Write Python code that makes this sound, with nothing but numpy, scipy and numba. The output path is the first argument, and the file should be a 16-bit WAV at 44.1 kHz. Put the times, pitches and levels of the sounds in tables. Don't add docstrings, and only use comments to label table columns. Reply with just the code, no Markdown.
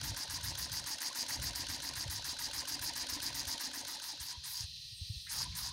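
import sys
import numpy as np
from scipy import signal
from scipy.fft import rfft, irfft
from scipy.io import wavfile
from scipy.ndimage import uniform_filter1d
from numba import njit

SR = 44100
rng = np.random.default_rng(int(sys.argv[2]) if len(sys.argv) > 2 else 0)


def inscribe(sig):
    pcm = np.round(np.clip(np.atleast_2d(sig).T, -1, 1) * 32767)
    wavfile.write(sys.argv[1], SR, pcm.astype(np.int16))


N = 252252
TIME = np.arange(N) / SR


def from_db(db):
    return 10 ** (np.asarray(db) / 20)


def unit_rms(x):
    return x / np.sqrt(np.mean(x ** 2) + 1e-20)


def gain_along(rows_db, where):
    return from_db(np.interp(where, *np.transpose(rows_db)))


def butter(x, order, hz, kind):
    return signal.sosfilt(signal.butter(order, hz, kind, fs=SR, output="sos"), x)


def noise(spectrum):
    hz, db = np.transpose(spectrum)
    octave, points = np.log2(np.arange(N // 2 + 1) * SR / N + 1), np.log2(hz)
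    outside = np.abs(octave - np.clip(octave, points[0], points[-1]))
    shape = from_db(np.interp(octave, points, db) - 20 * outside)
    return unit_rms(irfft(rfft(rng.standard_normal(N)) * shape, N))


def flutter(rate_hz, depth_db):
    r = np.exp(-2 * np.pi * rate_hz / SR)
    slow = signal.lfilter([1], [1, -2 * r, r * r], rng.standard_normal(N + SR))[SR:]
    return from_db(depth_db * unit_rms(slow))


def grains(per_s, spread_db):
    clicks = (rng.random(N) < per_s / SR) * rng.choice([-1, 1], N)
    return clicks * from_db(spread_db * np.minimum(rng.exponential(1, N), 4))


def impulses(times_s, sizes):
    out = np.zeros(N)
    inside = (times_s > 0) & (times_s < TIME[-1])
    out[(times_s[inside] * SR).astype(int)] = sizes[inside]
    return out


def bursts(clicks, length_s):
    shape = np.sin(np.pi * np.minimum(TIME[:SR // 20] / length_s, 1)) ** 2
    return signal.fftconvolve(clicks, shape)[:N] * rng.standard_normal(N)


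def ring(clicks, hz, t60_s):
    r, w = np.exp(-np.log(1000) / (t60_s * SR)), 2 * np.pi * hz / SR
    return signal.lfilter([0, np.sin(w)], [1, -2 * r * np.cos(w), r * r], clicks + 1e-18)


def resonate(x, modes):
    out = 0
    for k, (hz, width_hz, db) in enumerate(modes):
        r = np.exp(-np.pi * width_hz / SR)
        poles = [1, -2 * r * np.cos(2 * np.pi * hz / SR), r * r]
        band = (1 - r * r) / 2 * signal.lfilter([1, 0, -1], poles, x + 1e-18)
        out = out + (-1) ** k * from_db(db) * band
    return out


@njit
def glide(x, angle, r):
    out = np.zeros(len(x))
    for i in range(2, len(x)):
        drive = (1 - r * r) / 2 * (x[i] - x[i - 2])
        out[i] = drive + 2 * r * np.cos(angle[i]) * out[i - 1] - r * r * out[i - 2]
    return out


def hollow(x, hz, width_hz):
    angle, r = 2 * np.pi * hz / SR, np.exp(-np.pi * width_hz / SR)
    return unit_rms(glide(glide(x, angle, r), angle, r))


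def buffet(start_s, db, hz, rise_s=0.0064):
    age_s = np.maximum(TIME - start_s, 0)
    swell = age_s / rise_s * np.exp(1 - np.minimum(age_s / rise_s, 20))
    return from_db(db) * swell * np.sin(2 * np.pi * hz * age_s)


# (frequency [Hz], relative density [dB])
WIND_SPECTRUM = [(20, -34), (40, -1.5), (70, 4.5), (95, -1), (135, 0), (190, -10.5), (280, -28), (420, -12)]
# (time [s], relative level [dB])
WIND_LEVEL = [(0, -40.5), (.12, -43.5), (.23, -69), (.32, -51.5), (.8, -48.5), (1.03, -70), (1.26, -68),
              (1.39, -45), (1.8, -52.5), (2.15, -53), (2.68, -62), (2.86, -55.5), (3.18, -54.5),
              (3.7, -67.5), (4.1, -68.5), (4.42, -59), (4.9, -62), (5.72, -48.5)]
# (time [s], relative peak [dB], pitch [Hz])
WIND_BUFFETS = [(0.021, -38.5, 124), (0.084, -34.5, 73.5), (0.108, -35.5, 104), (0.284, -40.5, 82),
                (0.432, -38, 95), (0.519, -41, 75.4), (0.713, -40.5, 93), (1.614, -48, 80.7),
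                (1.97, -41, 91.5), (2.054, -38, 116), (2.081, -34, 77), (2.801, -44, 84.5),
                (3.118, -42, 78.1), (3.466, -41, 73.4), (4.204, -43, 69), (4.372, -41.5, 70.6),
                (4.601, -41.5, 105), (4.635, -37.5, 86.1), (4.92, -47.5, 109), (5.011, -34, 83),
                (5.096, -31.5, 101), (5.16, -37, 68.4), (5.493, -38.5, 64.6)]


def wind():
    thumps = from_db(-1) * sum(buffet(*row) for row in WIND_BUFFETS)
    gusts = from_db(-1.5) * gain_along(WIND_LEVEL, TIME)
    rumble = gusts * noise(WIND_SPECTRUM) * flutter(rate_hz=4.3, depth_db=3)
    return butter(butter(rumble + thumps, 4, 240, "low"), 2, 38, "high")


# (frequency [Hz], relative density [dB])
LEAK_SPECTRUM = [(600, -31.5), (1550, -39), (1870, -22), (2130, -26.5), (2600, -9), (3300, -8), (4100, 2),
                 (5000, -3), (6200, -10), (7200, -21), (8600, -45), (10500, -25), (15500, -39)]
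# (frequency [Hz], width [Hz], gain per pass [dB])
LEAK_MODES = [(1887, 110, -6), (3230, 44, 1.5), (3530, 98, 0.7), (4027, 110, 3)]


def leak():
    hiss = from_db(-50) * noise(LEAK_SPECTRUM)
    whistles = unit_rms(resonate(resonate(rng.standard_normal(N), LEAK_MODES), LEAK_MODES))
    return (hiss + from_db(-57.5) * whistles) * flutter(rate_hz=8.4, depth_db=1)


# (time [s], level [dB])
SEEP_LEVEL = [(4.6, -83), (4.66, -68), (4.9, -64.5), (4.97, -64), (5.15, -62), (5.3, -61), (5.36, -81)]
# (frequency [Hz], width [Hz], gain [dB])
SEEP_MODES = [(8500, 890, 0), (9450, 900, 0), (13000, 3600, -10)]
# (time [s], level [dB], pitch [Hz])
SEEP_WHISTLE = [(4.85, -85, 8700), (4.94, -73, 8650), (4.975, -61, 8500), (5.04, -75, 8250),
                (5.13, -70, 8600), (5.28, -90, 8600)]


def seep():
    sizzle = butter(resonate(grains(per_s=2900, spread_db=-1), SEEP_MODES), 2, 5000, "high")
    times_s, db, hz = np.transpose(SEEP_WHISTLE)
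    whistle = hollow(rng.standard_normal(N), np.interp(TIME, times_s, hz), width_hz=530)
    whistle *= from_db(np.interp(TIME, times_s, db))
    return gain_along(SEEP_LEVEL, TIME) * unit_rms(sizzle) + whistle


# (frequency [Hz], width [Hz], gain per pass [dB])
BOARD_MODES = [(257.2, 74, 0.5), (332.6, 81, -1), (495, 102, -5.5), (707, 153, -4.5), (1820, 930, -5.5),
               (3000, 1250, -6.5)]
# (time [s], relative level [dB])
BOARD_LEVEL = [(0, -52.5), (.28, -66), (.5, -56.5), (.78, -62.5), (1.3, -55), (1.65, -55.5), (2.0, -57),
               (2.2, -64.5), (2.85, -54), (3.6, -57.5), (4.1, -60.5), (4.5, -58.5), (5.4, -51),
               (5.72, -62.5)]


def rubbing(turns, speed, pressure_db):
    pace = uniform_filter1d(speed, size=4000)
    sliding = np.minimum(pace / 0.43, 1) ** 7.1
    load = gain_along([(0, -1.5), (.35, -2.5), (.68, 2), (.8, -6.5), (1, -13)], turns % 1)
    load **= 1 / np.clip(pace, .5, 1)
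    board = unit_rms(resonate(resonate(grains(per_s=2500, spread_db=2.5), BOARD_MODES), BOARD_MODES))
    board *= gain_along(BOARD_LEVEL, TIME) * pace ** 2.03
    barrel_hz = 939 * flutter(rate_hz=9, depth_db=.4)
    barrel = hollow(grains(per_s=2800, spread_db=4.5), barrel_hz, width_hz=112)
    barrel *= from_db(-58 + .5 * pressure_db) * flutter(rate_hz=40, depth_db=1.5)
    return sliding * load * (board + barrel)


def contacts(turns, speed, phase, jitter_s, spread_db):
    due_turns = np.arange(-1, np.ceil(turns[-1])) + phase
    timing, strength = rng.standard_normal((len(due_turns), 2)).T
    times_s = np.interp(due_turns, turns, TIME) + jitter_s * timing
    force = np.interp(times_s, TIME, np.minimum(speed, 1)) ** 3.7
    reached = (due_turns > turns[0]) & (due_turns < turns[-1])
    return impulses(times_s, force * reached * from_db(spread_db * strength))


# (crank phase [turns], relative level [dB], pitch [Hz], t60 [s])
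LINKAGE_KNOCKS = [(.06, -44.5, 1683, 0.03), (0.115, -48.5, 955, 0.038), (.185, -39, 1940, 0.016),
                  (0.298, -48, 288, 0.032), (0.37, -51, 2830, 0.019), (0.52, -58, 605, 0.02),
                  (0.585, -47.5, 260, 0.018), (0.575, -48, 1846, 0.048), (.64, -44.5, 914, 0.022),
                  (0.656, -51.5, 680, 0.038), (0.755, -51.5, 580, 0.048), (0.851, -47, 1523, 0.038),
                  (.885, -51, 900, 0.022), (.89, -53.5, 572, 0.022)]
# (crank phase [turns], relative level [dB])
GEAR_SCRAPES = [(.65, -7.5), (.76, -16), (0.835, -0.5)]
# (frequency [Hz], width [Hz], gain [dB])
GEAR_MODES = [(3040, 580, 3), (4550, 660, 5), (6200, 1100, 1.5), (9660, 720, -3), (12500, 3600, -16)]


def linkage(turns, speed):
    knocks = taps = 0
    for phase, db, hz, t60_s in LINKAGE_KNOCKS:
        blows = contacts(turns, speed, phase, jitter_s=0.0024, spread_db=2)
        knocks += from_db(db) * ring(blows, hz, t60_s)
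    for phase, db in GEAR_SCRAPES:
        taps += from_db(db) * contacts(turns, speed, phase, jitter_s=0.0005, spread_db=2.2)
    ticks = resonate(bursts(taps, length_s=0.0093), GEAR_MODES)
    return from_db(-0.2) * knocks + from_db(-36) * ticks


# (time [s], relative level [dB])
INTAKE_LEVEL = [(0, -59), (1.4, -59.5), (3.5, -61.5), (4.05, -61), (4.3, -71), (4.6, -78), (5.2, -38),
                (5.3, -57), (5.42, -55), (5.65, -59)]


def intake(turns, lead_s=0.0337):
    phase = np.interp(TIME + lead_s, TIME, turns) % 1
    # (phase [turns], cavity pitch [Hz], relative level [dB])
    at, hz, db = np.transpose([(0, 1670, -16), (.03, 1730, -2), (.22, 1670, -3), (.34, 1080, 1),
                               (.55, 960, -1), (.62, 780, 6.5), (.68, 700, -54), (1, 1610, -60)])
    cavity_hz = np.interp(phase, at, hz) * flutter(rate_hz=39, depth_db=1)
    cavity = hollow(rng.standard_normal(N), cavity_hz, width_hz=800)
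    return gain_along(INTAKE_LEVEL, TIME) * from_db(np.interp(phase, at, db)) * cavity


# (frequency [Hz], width [Hz], gain [dB])
PORT_MODES = [(4060, 410, -17), (4776, 374, 6), (5690, 780, -3), (6450, 210, 1.5), (9700, 8100, -16.5)]


def sputter(phase):
    wetness = gain_along([(0, -9.5), (.27, -1.5), (.39, 5), (.555, 3), (.625, -15),
                          (.64, -17), (1, -59)], phase)
    return wetness * unit_rms(resonate(grains(per_s=2500, spread_db=2.5), PORT_MODES))


# (time [s], relative peak [dB])
PORT_DROPS = [(0.7186, -27), (1.2284, -22.5), (1.2865, -27), (1.4681, -30), (1.5584, -22), (1.89, -23),
              (2.8942, -24), (3.265, -22), (4.6074, -23.5), (5.4197, -25), (5.4306, -27)]


def drops():
    times_s, db = np.transpose(PORT_DROPS)
    snaps = resonate(impulses(times_s, from_db(db)), PORT_MODES)
    return from_db(db.max() - 2) * snaps / np.abs(snaps).max()


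# (frequency [Hz], width [Hz], gain [dB])
SLIT_MODES = [(6200, 720, -3), (8820, 600, 1.5), (10600, 600, -6)]


def slit(phase):
    edges = gain_along([(0, -37), (.013, -2), (.1, -6), (.3, -37), (.565, -13.5), (.605, -2),
                        (.63, -24), (1, -38)], phase)
    return edges * unit_rms(resonate(rng.standard_normal(N), SLIT_MODES))


# (frequency [Hz], width [Hz], gain [dB])
JET_MODES = [(8450, 1000, -22), (9880, 1300, 5.5), (12730, 140, 11.5), (13500, 410, 3), (13600, 310, -11),
             (14100, 750, 1), (16000, 860, 2.5)]


def jet(phase):
    narrow = gain_along([(0, -28), (.05, -16), (.085, 0), (.25, 0.5), (.34, -5), (.57, -18),
                         (.63, -50), (1, -24)], phase)
    sweep_hz = np.interp(phase, [.05, .2, .35, .55], [13500, 12250, 10400, 9500])
    sweep_hz /= flutter(rate_hz=4.1, depth_db=0.64)
    sweep = hollow(rng.standard_normal(N), sweep_hz, width_hz=2400)
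    whistles = unit_rms(resonate(rng.standard_normal(N), JET_MODES))
    return narrow * unit_rms(whistles + from_db(-3.5) * sweep) * flutter(rate_hz=55, depth_db=2.5)


# (frequency [Hz], relative density [dB])
RUSH_SPECTRUM = [(500, -49), (700, -23), (950, -4), (1270, -12.5), (1650, -1), (2500, -10), (3600, -7),
                 (4800, -0.5), (6400, -0.5), (7300, -9), (9300, -10), (11500, -18.5)]


def rush(phase, pace):
    flow = gain_along([(0, -10.5), (.03, -2.5), (.12, -1.5), (.33, -6), (.4, -4), (.595, -4),
                       (.645, -10.5), (.72, -15.5), (1, -14.5)], phase)
    return pace ** 0.57 * flow * noise(RUSH_SPECTRUM) * flutter(rate_hz=270, depth_db=3)


def exhaust(turns, speed, pressure_db, lead_turns=.014):
    phase = (turns + lead_turns) % 1
    pace = uniform_filter1d(speed, size=1500)
    dry_db = -45.5 + .5 * pressure_db
    broad = from_db(dry_db + 2) * rush(phase, pace)
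    thin = from_db(dry_db - 1.34) * jet(phase) + from_db(dry_db + 2.5) * slit(phase)
    wet = from_db(-44 + pressure_db) * sputter(phase)
    bright = butter(thin + wet, 2, 2600, "high")
    return (broad + bright) * np.minimum(pace / 0.42, 1)


# (time [s], angle [turns])
CRANK_TURNS = [(-.1, -1), (.031, 0), (.43, 3), (1.149, 8), (1.955, 14), (2.533, 18), (2.955, 21),
               (3.219, 23), (3.597, 26), (3.87, 28), (4.02, 29), (4.2, 30), (4.331, 30.6), (4.441, 31),
               (4.646, 31.6), (5.297, 32), (5.447, 32.6), (5.552, 33), (5.79, 34)]


def crank():
    turns = np.interp(TIME, *np.transpose(CRANK_TURNS))
    speed = np.gradient(turns)
    return turns, speed / np.median(speed)


def room(x, t60_s, wet_db):
    t = TIME[:SR // 2]
    tail = rng.standard_normal(len(t)) * np.exp(-np.log(1000) * t / t60_s) * (t > .003)
    tail = butter(tail, 1, 5000, "low")
    return x + from_db(wet_db) * signal.fftconvolve(x, tail / np.sqrt(np.sum(tail ** 2)))[:N]


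# (time [s], level [dB])
SUPPLY_PRESSURE = [(0, -2), (.75, -0.5), (1.3, 3), (1.8, -3), (2.4, 0.5), (3.0, 0.3), (3.4, 1.3),
                   (3.65, -1), (4.1, -5.5), (4.55, -3.5), (5.35, 2.2), (5.7, -1.5)]


def scene():
    turns, speed = crank()
    pressure_db = np.interp(TIME, *np.transpose(SUPPLY_PRESSURE))
    steam = intake(turns) + exhaust(turns, speed, pressure_db) + drops()
    engine = steam + linkage(turns, speed) + rubbing(turns, speed, pressure_db)
    return (room(engine, t60_s=0.16, wet_db=-16) + leak() + seep() + wind())[None]


def record(dry, cutoff_hz=15750):
    return signal.sosfilt(signal.ellip(12, .1, 80, cutoff_hz, fs=SR, output="sos"), dry)


dry = scene()
out = record(dry)
inscribe(out)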